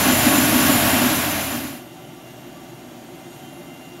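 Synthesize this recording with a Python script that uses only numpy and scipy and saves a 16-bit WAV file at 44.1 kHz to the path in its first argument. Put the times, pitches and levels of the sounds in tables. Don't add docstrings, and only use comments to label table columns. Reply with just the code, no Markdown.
import sys
import numpy as np
from scipy import signal
from scipy.fft import irfft
from scipy.io import wavfile
from scipy.ndimage import uniform_filter1d

SR = 44100
rng = np.random.default_rng(int(sys.argv[2]) if len(sys.argv) > 2 else 0)


def unload_audio(sound):
    columns = np.transpose(np.atleast_2d(sound))
    steps = np.round(np.clip(columns, -1, 1) * 32767)
    wavfile.write(sys.argv[1], SR, steps.astype(np.int16))


N = 176400

BLADE_PASS_HZ, FIRING_HZ = 697.3, 42.8
FAN_WANDER = 0.000506

# frequency_hz, density_db
ROAR_SPECTRUM = [(20, -42), (36, -29), (55, -14), (72, -6), (95, -0.5), (130, 1), (175, -3.5), (215, 3),
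                 (315, -1), (350, -7), (405, -6), (465, -14.5), (540, -6), (610, -0.5), (720, -0.5),
                 (860, -5.5), (1120, -4.5), (1290, -8.5), (1450, -6), (1700, -6), (2300, -8), (2950, -7.5),
                 (3600, -12), (5000, -16.5), (8000, -26)]
# frequency_hz, density_db
HOSE_HISS_SPECTRUM = [(2000, -8), (4500, -8), (6000, -6), (7000, -6), (7900, -9.5), (9600, -6), (10300, -6),
                      (11500, 2), (12300, -2), (13300, -1.5), (14100, -5), (14600, -16), (15600, -3.5)]
# frequency_hz, density_db
HUM_SPECTRUM = [(20, -45), (35, -33), (50, -12), (70, -11), (108, -12.5), (125, -12.5), (170, 4),
                (208, -7.5), (245, 5), (320, 0.5), (375, -10), (420, -9.5), (510, -12), (600, -3.5),
                (660, -1.5), (725, -4), (780, -7), (840, -10.5), (1000, -12.5), (1080, -19), (1160, -16.5),
                (1400, -14.5), (2500, -25), (5000, -48)]
# frequency_hz, density_db
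HOPPER_HISS_SPECTRUM = [(700, -5), (1500, -3.5), (2100, -0.5), (2900, 1), (3600, -0.5), (4400, -1.5),
                        (5400, -4), (6900, -5), (7900, -9), (9500, -9.5), (10300, -11.5), (11400, -5),
                        (12300, -13), (13400, -7), (14600, -19), (15500, -11)]
# pitch_hz, width_hz, level_db
DUCT_MODES = [(245.4, 9.2, -24.5), (273.6, 32, -26.5), (306.4, 14.7, -27.5), (580.2, 5.3, -35),
              (1118, 13, -36.5), (1459, 44, -38), (1633, 54, -37.5), (2768, 23, -39), (3135, 12, -42.5)]
# time_s, gain_db
BOOM_ENVELOPE = [(0, -4.5), (.11, 4.5), (.18, -8), (.28, 3.5), (.43, 1.5), (.52, 1), (.7, 2.5), (.8, -1.5),
                 (.97, -0.5), (1.44, -4.5), (1.54, 2), (1.8, 0)]
# pitch_hz, width_hz, level_db
HOPPER_MODES = [(122.8, 8.9, -52), (142.4, 2.1, -55), (230, 13, -57), (350, 16, -46), (586, 6, -57),
                (755, 9.5, -53.5), (875, 13, -61.5), (1161, 12, -61.5), (2060, 13, -65)]
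# pitch_hz, hose_level_db, hopper_level_db
WHISTLE_MODES = [(6132, -39.5, -77), (6730, -50, -73), (6848, -45, -70), (7101, -36.5, -72),
                 (7343, -45, -73), (8385, -50, -67.5), (9905, -46, -73), (10083, -42, -82),
                 (10454, -39, -72.5), (10541, -41, -76), (10842, -44, -78), (11014, -42, -69),
                 (11186, -38.5, -71), (11477, -40.5, -72), (11625, -42, -73), (11856, -42, -64.5),
                 (12005, -44, -76), (12645, -47, -77), (13087, -43.5, -78), (13200, -43.5, -72),
                 (13962, -42, -71), (14142, -43, -80)]
# time_s, gain_db
WHISTLE_ENVELOPE = [(0, 2), (.25, 5), (.47, 2.5), (.55, 4), (.72, 4.5), (.82, 0.5), (1.8, 2), (2.4, -0.5),
                    (2.68, 2), (2.85, -1), (3.2, 1), (3.38, 4), (4.0, -2)]
# harmonic_number, level_db
ENGINE_HARMONICS = [(1, -52), (2, -39), (3, -42.5)]
# pitch_hz, level_db
DRIVE_PARTIALS = [(3025, -65), (3138, -64)]
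# harmonic_number, level_db
BLADE_HARMONICS = [(2, -66), (3, -63), (4, -57.5), (8, -71), (10, -71), (13, -75), (14, -74), (17, -70),
                   (18, -75), (19, -73)]
# time_s, gain_db
WHINE_ENVELOPE = [(1.9, 0), (2.4, -1), (2.88, -1), (2.95, -6), (3.12, -6), (3.16, 2), (3.48, 0),
                  (3.62, 3.5), (4.0, 3.5)]


def undb(db):
    return 10 ** (np.asarray(db) / 20)


def unit_rms(x):
    return x / np.sqrt(np.mean(x ** 2))


def envelope(table):
    return undb(np.interp(np.arange(N) / SR, *np.array(table).T))


def drift(rate_hz):
    hold = int(SR / rate_hz)
    steps = np.repeat(rng.standard_normal(400), hold)[:N + 2 * hold]
    smooth = uniform_filter1d(uniform_filter1d(steps, hold), hold)
    return unit_rms(smooth[hold:hold + N])


def waver(sound, depth_db, rate_hz):
    return unit_rms(sound * undb(depth_db * drift(rate_hz)))


def frequency_axis():
    return np.maximum(np.arange(N // 2 + 1) * SR / N, 1)


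def turbulence(spectrum):
    return unit_rms(irfft(spectrum * np.exp(2j * np.pi * rng.random(N // 2 + 1)), N))


def flow_noise(spectrum, flutter_db, rate_hz, ripple_db):
    hz, db = np.array(spectrum).T
    f = frequency_axis()
    peaks_and_dips = np.tanh(rng.standard_normal(2000))
    ripple = np.interp(f / 44.46, np.arange(2000), peaks_and_dips)
    ripple *= f / np.hypot(f, 2500)
    density_db = np.interp(np.log(f), np.log(hz), db) + ripple_db * ripple
    rolloff = np.hypot(1, (f / hz[-1]) ** 2 / 2)
    return turbulence(undb(density_db) / rolloff) * undb(flutter_db * drift(rate_hz))


def resonance(hz, width_hz, skirt_widths=3.3):
    f = frequency_axis()
    detuning = (f / hz - hz / f) * hz / width_hz
    return turbulence(1 / np.hypot(1, detuning) / np.hypot(1, detuning / (2 * skirt_widths)))


def harmonics(base_hz, table, wander, waver_db, rate_hz):
    phase = 2 * np.pi * np.cumsum(base_hz * (1 + wander * drift(8))) / SR
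    total = np.zeros(N)
    for number, db in table:
        partial = np.sin(number * phase + 2 * np.pi * rng.random())
        total += undb(db) * waver(partial, waver_db, rate_hz)
    return total


def tractor_throb():
    return harmonics(FIRING_HZ, ENGINE_HARMONICS, wander=0.0043, waver_db=5.0, rate_hz=6.85)


def drive_tones():
    return sum(harmonics(hz, [(1, db)], FAN_WANDER, waver_db=5.0, rate_hz=14)
               for hz, db in DRIVE_PARTIALS)


def cavity_boom(modes):
    return sum(undb(db) * resonance(hz, width_hz) for hz, width_hz, db in modes)


def hose_whistles():
    whistles = sum(undb(db) * waver(resonance(hz, width_hz=19), depth_db=1.1, rate_hz=12.4)
                   for hz, db, _ in WHISTLE_MODES)
    flicker_db = 1.1 * drift(27.8)
    return whistles * envelope(WHISTLE_ENVELOPE) * undb(flicker_db)


def hopper_whistles():
    whistles = sum(undb(db) * waver(resonance(hz, width_hz=22), depth_db=2.5, rate_hz=5.84)
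                   for hz, _, db in WHISTLE_MODES)
    return whistles * envelope(WHISTLE_ENVELOPE)


def hopper_rush():
    hum = flow_noise(HUM_SPECTRUM, flutter_db=0.3, rate_hz=10, ripple_db=6)
    hiss = flow_noise(HOPPER_HISS_SPECTRUM, flutter_db=0.3, rate_hz=15, ripple_db=6.5)
    return undb(-42) * hum + undb(-50) * hiss


def fan_rush():
    roar = flow_noise(ROAR_SPECTRUM, flutter_db=0.45, rate_hz=24, ripple_db=3)
    hiss = flow_noise(HOSE_HISS_SPECTRUM, flutter_db=0.45, rate_hz=24.8, ripple_db=4.5)
    return undb(-19.5) * roar + undb(-22.5) * hiss


def fan_whine():
    whine = harmonics(BLADE_PASS_HZ, BLADE_HARMONICS, FAN_WANDER, waver_db=1.8, rate_hz=16)
    return whine * envelope(WHINE_ENVELOPE)


def scene():
    t = np.arange(N) / SR
    duct_boom = cavity_boom(DUCT_MODES) * envelope(BOOM_ENVELOPE)
    beside_hoses = tractor_throb() + duct_boom + hose_whistles() + fan_rush()
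    in_hopper = drive_tones() + cavity_boom(HOPPER_MODES) + hopper_whistles()
    in_hopper += hopper_rush() + fan_whine()
    fade_out = np.interp(t, [0.91, 1.845], [1, 0])
    fade_in = np.interp(t, [0.78, 1.64], [0, 1])
    return np.tile(fade_out * beside_hoses + fade_in * in_hopper, (2, 1))


def record(dry):
    return signal.sosfilt(signal.ellip(12, .1, 90, 15680, fs=SR, output="sos"), dry)


dry = scene()
out = record(dry)
unload_audio(out)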